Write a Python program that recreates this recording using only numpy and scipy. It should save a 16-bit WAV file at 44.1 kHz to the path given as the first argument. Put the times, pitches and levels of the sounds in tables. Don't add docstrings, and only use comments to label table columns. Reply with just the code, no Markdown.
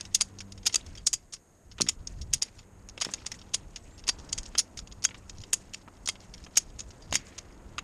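import sys
import numpy as np
from scipy import signal
from scipy.fft import rfft, irfft
from scipy.io import wavfile

SR = 44100
rng = np.random.default_rng(int(sys.argv[2]) if len(sys.argv) > 2 else 0)


def transcribe(signal):
    frames = np.atleast_2d(signal).T
    limited = np.clip(frames, -1, 1)
    pcm = np.round(limited * 32767).astype(np.int16)
    wavfile.write(sys.argv[1], SR, pcm)


N = 345303
GRAIN, LEAD = 4096, 700
GRIP_DETUNE = 0.007

# (frequency [Hz], relative level [dB], t60 [s])
STEEL_MODES = [(1410, -24, .03), (2155, -3, 0.033), (2578, -3.5, 0.024), (3226, -9, 0.039),
               (3826, -2, 0.025), (4760, 1.5, 0.026), (5467, 4.5, 0.011), (6500, 4, 0.017),
               (6987, 2.5, 0.023), (8700, -11, 0.017), (9050, -12, .025), (10170, -20, 0.016),
               (11000, -28.5, 0.015)]
# (frequency [Hz], width of one pass [Hz], relative level [dB])
DULL_CRACK = [(527, 1700, -12), (1354, 680, -5.5), (2136, 1000, -1.5), (3270, 2030, -1)]
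# (frequency [Hz], width of one pass [Hz], relative level [dB])
BRIGHT_CRACK = [(4932, 1500, 0.5), (6867, 1320, -0.5), (8300, 1900, -10), (9695, 1340, -12.5),
                (12000, 1900, -39), (13500, 700, -41)]


def amp(db):
    return 10 ** (np.asarray(db) / 20)


def rms_one(x):
    return x / np.sqrt(np.mean(np.abs(x) ** 2) + 1e-20)


def in_time(rows):
    s, *columns = np.transpose(rows)
    return [np.interp(np.arange(N) / SR, s, c) for c in columns]


def drift(rate):
    r = np.exp(-80 * np.pi * rate / SR)
    noise = rng.standard_normal(N // 40 + 2002)
    slow = signal.lfilter([1], [1, -2 * r, r * r], noise)[2000:]
    return np.interp(np.arange(N) / 40, np.arange(len(slow)), rms_one(slow))


def resonance(hz, width_hz):
    f = np.fft.rfftfreq(GRAIN, 1 / SR)
    return 1j * f * width_hz / (hz ** 2 - f ** 2 + 1j * f * width_hz)


def banded_noise(spectrum, patchy_db, rate):
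    out, together = 0, drift(rate / 4)
    limits = 16 * 2 ** np.arange(0, 10.1, .5)
    white = rng.standard_normal((2, N))
    hz, db = np.transpose(spectrum)
    for k, (low, high) in enumerate(zip(limits, limits[1:])):
        if high < hz[0] or low > hz[-1]:
            continue
        band_filter = signal.butter(2, [low, high], "band", fs=SR, output="sos")
        band = signal.sosfilt(band_filter, white[k % 2])
        level_db = np.interp(np.log(low * high) / 2, np.log(hz), db, right=-90)
        flicker_db = patchy_db * (0.86 * together + drift(rate))
        out = out + band * amp(level_db + flicker_db)
    return out * np.sqrt(SR / 2000)


def wind():
    # (time [s], relative level [dB])
    gusts = [(0.0, -48.5), (0.8, -51), (0.85, -40.5), (1.42, -67.5), (2.2, -38), (2.36, -37), (2.4, -56),
             (4.03, -50.5), (4.4, -44), (4.67, -61), (4.84, -45.5), (5.12, -52), (5.39, -43.5), (5.49, -57),
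             (6.98, -50.5), (7.15, -43), (7.26, -55.5), (7.79, -46), (7.83, -57)]
    # (frequency [Hz], relative density [dB per Hz])
    buffet = [(18, -4), (35, 1.5), (70, -2.5), (120, -10.5), (200, -21), (350, -35.5)]
    gust_db, = in_time(gusts)
    return amp(gust_db + 9.0) * banded_noise(buffet, patchy_db=3.5, rate=15.3)


def distant_air():
    # (time [s], relative level [dB])
    air_level = [(0.0, -59), (0.91, -58.5), (1.09, -66), (1.7, -64), (1.89, -62.5), (4.03, -59),
                 (4.23, -55.5), (4.84, -62), (7.83, -57.5)]
    # (frequency [Hz], relative density [dB per Hz])
    air_colour = [(30, 5), (90, 7), (250, 6), (500, -1), (900, -3), (2000, -13), (3500, -29), (5000, -39.5)]
    air_db, = in_time(air_level)
    return amp(air_db + 1.5) * banded_noise(air_colour, patchy_db=1.27, rate=1.8)


def hiss():
    # (frequency [Hz], relative density [dB per Hz])
    port = [(2500, -19.5), (6050, -16.5), (6500, 1), (7000, -7.5), (9500, -12), (10500, -23),
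            (12300, -14.5), (13000, -38)]
    hz, db = np.transpose(port)
    even = N + N % 2
    colour = amp(np.interp(np.fft.rfftfreq(even, 1 / SR), hz, db))
    noise = irfft(rfft(rng.standard_normal(even)) * colour)[:N]
    return amp(-70) * rms_one(noise)


def motor():
    # (time [s], frequency of the first order [Hz], level [dB])
    course = [(0, 97.2, -60), (.5, 97.5, -51.5), (1.2, 96.3, -76), (2.6, 96.26, -62.5), (4.2, 96.2, -61),
              (7.83, 95.3, -62.5)]
    # (multiple, relative level [dB])
    orders = [(1, -2), (2, -4), (3, -14)]
    hz, db = in_time(course)
    phase = 2 * np.pi * np.cumsum(hz * (1 + 0.0059 * drift(2.75))) / SR
    out = 0
    for multiple, order_db in orders:
        level = amp(db + order_db + 2.35 * drift(3.4))
        out = out + np.sqrt(2) * level * np.sin(multiple * phase)
    return out


def rustle(rustle_db):
    # (frequency [Hz], relative density [dB per Hz])
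    cloth = [(220, 4.5), (500, 2), (900, -11.5), (2000, -1), (3500, -6.5), (5000, -4.5), (9000, -6)]
    return amp(rustle_db - 5.5) * banded_noise(cloth, patchy_db=4.5, rate=51.0)


def slip_burst(level_db, fade):
    slips_per_s, clump_db = 2500, 4
    rise_db = 2
    lead_in_db, lead_in_db_per_ms = -22.5, 4
    scatter_db, scatter_ms = -33.5, 69
    ms, fade = (np.arange(GRAIN) - LEAD) / SR * 1000, max(fade, .6)
    slips = rng.standard_normal(GRAIN) * (0.69 + 1.53 * (rng.random(GRAIN) < slips_per_s / SR))
    slips *= amp(np.repeat(rng.normal(0, clump_db, GRAIN // 64), repeats=64))
    rise = 1 - np.exp(-np.abs(ms) * fade / rise_db)
    shape = np.where(ms > 0, rise * amp(-fade * ms), 0)
    swell_db = lead_in_db + 0.24 * (level_db + 14.0) + rng.normal(0, 3.3)
    shape += amp(swell_db - lead_in_db_per_ms * np.abs(ms))
    burst = slips * shape * np.sqrt(np.sum(shape ** 2) / np.sum((slips * shape) ** 2))
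    scatter = rng.standard_normal(GRAIN) * amp(scatter_db - 10 * np.abs(ms) / scatter_ms)
    return burst + scatter * (ms > 2) * (1 - ms / ms[-1])


def contact(level_db, fade, dull_db, parts, modes):
    dull_spread_db, bright_spread_db, mode_spread_db = 2.5, 3.5, 4
    ring_db = -2.5
    burst = slip_burst(level_db, fade)
    dull_hz, bright_hz, steel_hz = [np.array(t)[:, 0] for t in (DULL_CRACK, BRIGHT_CRACK, STEEL_MODES)]
    knock_db = max(dull_db - 6, 0)
    sink_db = knock_db * np.log2(dull_hz[-1] / np.maximum(dull_hz, dull_hz[1]))
    dull = rms_one(amp(sink_db + rng.normal(0, dull_spread_db, len(dull_hz))) @ parts[0])
    soft_db = 0.63 * (level_db + 19.0) * np.log2(bright_hz / bright_hz[1])
    bright = rms_one(amp(soft_db + rng.normal(0, bright_spread_db, len(bright_hz))) @ parts[1])
    mode_db = rng.normal(0, mode_spread_db, len(steel_hz)) + dull_db * (steel_hz < 4200)
    steel = amp(mode_db) @ modes
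    bins = np.arange(len(steel))
    steel = np.interp(bins * (1 + GRIP_DETUNE * rng.normal()), bins, steel)
    share = amp(dull_db) / np.sqrt(1 + amp(2 * dull_db))
    crack = share * dull + np.sqrt(1 - share ** 2) * bright
    body = crack + amp(ring_db - knock_db) * rms_one(steel)
    return amp(level_db - 2.0) * irfft(rfft(burst) * body)


def ratchet(rustle_db):
    # (time [s], relative level [dB], fade [dB per ms],
    # dull-to-bright balance [dB], rebound above the first touch [dB])
    clicks = [(.0085, -25, 3.5, -7, -17), (0.0526, -35, 2, -1, -16), (0.1467, -11, 1.47, -10, -9),
              (0.205, -25, 1, -4, -19), (0.2102, -11.5, 1.65, -10, -3), (0.3864, -35, 2, -10, -15),
              (0.405, -31.5, 1.5, -1, -15), (0.5213, -33, 2.5, -10, -22), (0.577, -42, 1.5, -2, -14),
              (.632, -42, 5, 1, -12), (0.656, -24, 5, -3, -20), (0.6612, -17.5, 1.5, -1.5, -7),
              (.668, -9, 4, -8, -5.5), (0.696, -31.5, 2.5, 9.5, -12), (0.726, -34, 0, -7, -2),
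              (0.7426, -15, 2.5, -5, -22), (.757, -10, 2.5, -7, -29), (0.864, -39.5, 2.5, -3, -19),
              (0.9517, -42.5, 1, -4, -12), (.975, -39.5, 2.5, -2, 2.5), (1.0664, -14, 1.5, -16, -20),
              (1.0704, -9, 2, -19.5, -27), (1.1297, -18.5, 1, -13, 6.5), (1.324, -34, 0.5, -12, -21),
              (1.336, -28, 1.5, -9.5, -15), (1.363, -48.5, 2, 2, -12), (1.7138, -45, 1, -0.5, -2),
              (1.7825, -31.5, 1.5, 11, -15.5), (1.8029, -22.5, 3, 17, -16), (1.8099, -13, 5.5, -8.5, 3),
              (1.866, -31, 6, 6, 1.5), (1.8873, -13, 2.5, -5, -1), (2.0721, -28, 2, -14, -26),
              (2.2125, -36.5, 1, -8, -6), (2.33, -30, 0.5, -5, -21), (2.3356, -10.5, 1.95, -11.5, -11),
              (2.4165, -30, 0.5, -1, -18), (2.4227, -14, 3.5, -11, -3), (2.5851, -43, 0.9, -2, -12),
              (2.889, -30, 8.5, -4.5, -7.5), (2.9767, -29, 3, 9.5, -22), (3.003, -34, 3, -10, -12),
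              (3.0113, -20.5, 1, -2.5, -20), (3.0202, -15, 5.5, 2.5, -11.5), (3.0497, -14.5, 17, -4, -22),
              (3.0541, -28.5, 2.5, 16, -8), (3.0885, -32, 3.5, 22, -9), (3.1375, -19, 3, -5, -22),
              (3.19, -46, 5, 3, -17), (3.22, -41, 6, 14, -15), (3.248, -42, 3, 18, -17),
              (3.2606, -35, 1, -1, -19), (3.2651, -21, 3.5, -8, -15), (3.317, -25, 2.5, 2, -13),
              (3.3408, -39, 2.5, 3, -8), (3.3893, -42, 2.5, -4, -11), (3.4156, -42, 2, 5, -12),
              (3.5355, -24.5, 1.5, -4.5, 4), (3.5436, -15.5, 1.7, -6, -8), (3.76, -30.5, 1.2, -1.5, -16),
              (3.979, -44.5, 1.5, -7, -10), (3.9924, -41.5, 3.5, 0, -4), (4.0397, -37.5, 5, 7.5, -13),
              (4.069, -33.5, 3.5, -5, 5), (4.08, -16, 4.5, -5.5, -21), (4.088, -11.5, 2, -5, -9),
              (4.185, -43, 0.5, -7, -12), (4.291, -39.5, 1.5, -8, -8), (4.3278, -16, 2.5, -12, -23),
              (4.378, -26, 1.1, -7, 1.5), (4.4324, -31.5, 9, -9, -11), (4.455, -39.5, 1, -4.5, 4),
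              (4.552, -24, 3.5, 12.5, -13), (4.579, -20.5, 1.5, -6, -18), (4.582, -11, 2, -20, -31),
              (4.59, -11.5, 1.5, -12, -6), (4.7724, -32, 0.9, -7.5, -18), (4.7906, -26.5, 3.5, -3.5, -11.5),
              (4.873, -39.5, 2.5, -2, -14), (4.9159, -38, 13, -3.5, 1.5), (5.023, -37.5, 4, -6, 5),
              (5.0402, -18, 2, -9, -22), (5.0503, -10, 3, -9, -34), (5.09, -32, 8, 12, -19),
              (5.1082, -36.5, 1.5, 19, -7), (5.144, -36, 1.5, 11.5, -11), (5.2952, -32, 1.5, -4.5, -22),
              (5.384, -37, 9, -12, -17), (5.404, -44, 2.5, -5, -12), (5.4155, -39, 2.5, -8, -17),
              (5.4364, -36.5, 2.5, 7, -10), (5.53, -20, 4, -3, -22), (5.5322, -10, 3.5, -9, -2.5),
              (5.7369, -25.5, 7, 0, 1), (5.8787, -36.5, 2, 36, -7), (6.059, -30, 2, -12, -17),
              (6.0749, -19.5, 2, -8.5, -22), (6.0876, -13.5, 2.5, -5, -7), (6.156, -36.5, 4.5, 12, -10),
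              (6.204, -40.5, 5, -13, -10), (6.3385, -34.5, 2, -2.5, -16), (6.3793, -42, 4, -1, -16),
              (6.4401, -39.5, 7, -6, 1), (6.4643, -36, 2, 14.5, -12), (6.5564, -32.5, 2, -2, -23),
              (6.5685, -20.5, 2, -10, -20), (6.573, -7, 3, -8, -4.5), (6.7867, -36.5, 0, -8, 6.5),
              (6.8047, -27.5, 3.5, -6.5, -27), (6.9055, -42, 1.5, -1, -14), (7.022, -45.5, 1.5, -9, -10),
              (7.111, -36, 8, -10, -5), (7.1267, -12.5, 5.5, 10, -18), (7.137, -24.5, 0, -3, 5),
              (7.1543, -10, 3, -4.5, -12), (7.269, -38, 7, -12, -20), (7.3801, -30.5, 2.2, -3, 3.5),
              (7.7819, -20, 3.5, 9.5, -5)]
    rebound_s, rebound_fade, rebound_dull_db = .0066, 3.2, -3.5
    ticks_per_s, tick_db, tick_spread_db = 85, 6.5, 3.5
    parts = [np.array([(-1) ** k * amp(db) * resonance(hz, width) ** 2
                       for k, (hz, width, db) in enumerate(part)])
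             for part in (DULL_CRACK, BRIGHT_CRACK)]
    modes = np.array([(-1) ** k * amp(db) * np.sqrt(t60) * resonance(hz, np.log(1000) / np.pi / t60)
                      for k, (hz, db, t60) in enumerate(STEEL_MODES)])
    touches = []
    for when, size, fading, tone in rng.random((round(ticks_per_s * N / SR), 4)):
        level_db = rustle_db[int(when * N)] + tick_db - tick_spread_db * np.log(size + .02)
        touches.append((when * N / SR, level_db, 4.0 + 6 * fading, -8 + 16 * tone))
    for s, level_db, fade, dull_db, rebound_db in clicks:
        touches.append((s, level_db, fade, dull_db))
        touches.append((s + rebound_s, level_db + rebound_db, rebound_fade, dull_db + rebound_dull_db))
    out = np.zeros(N + GRAIN)
    for s, level_db, fade, dull_db in touches:
        at = round(s * SR)
        out[at:at + GRAIN] += contact(level_db, fade, dull_db, parts, modes)
    return out[LEAD + 35:LEAD + 35 + N]


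def high_edges():
    # (time [s], level [dB])
    snaps = [(0.148, -30), (0.6674, -33.5), (1.1343, -36.5), (2.3361, -32.5), (4.578, -43), (5.5306, -30.5),
             (6.573, -25.5)]
    edge_hz, width_hz, fade_ms = 11630, 1300, 4.4
    out, ms = np.zeros(N + GRAIN), np.arange(GRAIN) / SR * 1000
    for s, db in snaps:
        puff = irfft(rfft(rng.standard_normal(GRAIN)) * resonance(edge_hz, width_hz) ** 2)
        shape = amp(db - 10 * ms / fade_ms) * np.minimum(ms, 1)
        out[round(s * SR):][:GRAIN] += rms_one(puff) * shape
    return out[:N]


def handle():
    # (time [s], level of the lower tone [dB], level of the upper tone [dB])
    blows = [(0.974, -44.5, -50), (1.072, -48, -38.5), (4.089, -47, -28.5), (4.329, -50, -41),
             (5.052, -30, -37), (6.089, -33.5, -43), (7.026, -68, -53), (7.157, -34.5, -34)]
    # (frequency [Hz], t60 [s])
    tones = [(3270, .06), (4730, 0.086)]
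    out, t = np.zeros(N + SR), np.arange(SR // 4) / SR
    for s, *levels_db in blows:
        for (hz, t60), db in zip(tones, levels_db):
            turns = hz * (1 + GRIP_DETUNE * rng.normal()) * t
            shape = amp(db - 60 * t / t60) * np.minimum(t / 0.0017, 1)
            out[round(s * SR):][:len(t)] += shape * np.sin(2 * np.pi * turns)
    return out[:N] * amp(4.8 * drift(90.0))


def strap():
    # (time [s], round trips [Hz], relative level [dB], t60 [s],
    # edge of the first pulse [Hz])
    plucks = [(1.8084, 57.9, -16.5, 0.24, 337), (3.068, 61.5, -25, 0.14, 467),
              (4.552, 61.4, -24.5, 0.047, 1200), (5.878, 59.5, -32.5, 0.043, 1490),
              (7.125, 68.6, -23.5, 0.3, 445)]
    low_cut_hz, trip_loss_hz = 164, 240
    out, near = np.full(N, 1e-18), np.arange(-400, 400)
    for s, hz, db, t60, edge_hz in plucks:
        for trip in range(20):
            rounding = min(trip, 1) / trip_loss_hz ** 2
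            width = SR / (2 * np.pi) * np.sqrt(1 / edge_hz ** 2 + rounding)
            pulse = np.exp(-.5 * (near / width) ** 2)
            out[round((s + trip / hz) * SR) + near] += amp(db - 60 * trip / hz / t60) * pulse
    return signal.sosfilt(signal.butter(2, low_cut_hz, "high", fs=SR, output="sos"), out)


def bird():
    # (time [s], length [s], opening pitch [Hz], held pitch [Hz], relative level [dB])
    calls = [(3.785, 0.1, 7850, 8000, -70), (3.901, 0.088, 6540, 7560, -65), (4.1, .06, 7500, 7500, -65)]
    glide_s, flutter_db, waver_hz = 0.014, 2.5, 40
    out = np.zeros(N)
    for s, length, open_hz, held_hz, db in calls:
        t = np.arange(round(length * SR)) / SR
        glide_hz = (open_hz - held_hz) * np.exp(-t / glide_s)
        hz = held_hz + glide_hz + waver_hz * drift(80.0)[:len(t)]
        swell = np.sqrt(2) * amp(db) * np.sin(np.pi * t / length) ** .4
        out[round(s * SR):][:len(t)] += swell * np.sin(2 * np.pi * np.cumsum(hz) / SR)
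    return out * amp(flutter_db * drift(90.0))


def slide():
    # (time [s], level [dB], t60 [s])
    slides = [(7.16, -54, 1.07)]
    slide_hz, width_hz = 2080, 1500
    out = np.zeros(N)
    band = signal.iirpeak(slide_hz, slide_hz / width_hz, SR)
    once = signal.lfilter(*band, rng.standard_normal(N))
    noise = rms_one(signal.lfilter(*band, once))
    for s, db, t60 in slides:
        t = np.arange(N) / SR - s
        out += (t > 0) * amp(db - 60 * np.abs(t) / t60)
    return out * noise * amp(3.5 * drift(40.0))


def scene():
    # (time [s], relative level [dB])
    work = [(0.0, -57), (0.44, -75), (0.74, -62.5), (1.16, -68.5), (1.42, -86), (1.74, -80), (1.89, -71),
            (2.63, -69), (2.68, -84.5), (2.87, -78), (2.94, -70), (3.12, -55.5), (3.23, -63), (3.79, -69.5),
            (4.03, -70), (4.21, -65), (4.47, -62), (4.8, -71.5), (5.26, -66), (5.93, -69), (6.32, -67),
            (6.91, -66.5), (7.28, -63.5), (7.5, -69), (7.83, -76.5)]
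    rustle_db, = in_time(work)
    behind = wind() + distant_air() + motor() + bird()
    steel = ratchet(rustle_db) + high_edges() + handle()
    webbing = rustle(rustle_db) + strap() + slide()
    return (behind + steel + webbing)[None]


def record(dry):
    # (frequency [Hz], width [Hz], boost [dB])
    housing = [(6800, 190, 3)]
    for hz, width_hz, db in housing:
        dry = dry + (amp(db) - 1) * signal.lfilter(*signal.iirpeak(hz, hz / width_hz, SR), dry)
    rounded = 0.59 * np.tanh((dry + hiss()) / 0.6)
    top_cut = signal.cheby2(12, 70, 15500, fs=SR, output="sos")
    return signal.sosfilt(top_cut, rounded)


dry = scene()
out = record(dry)
transcribe(out)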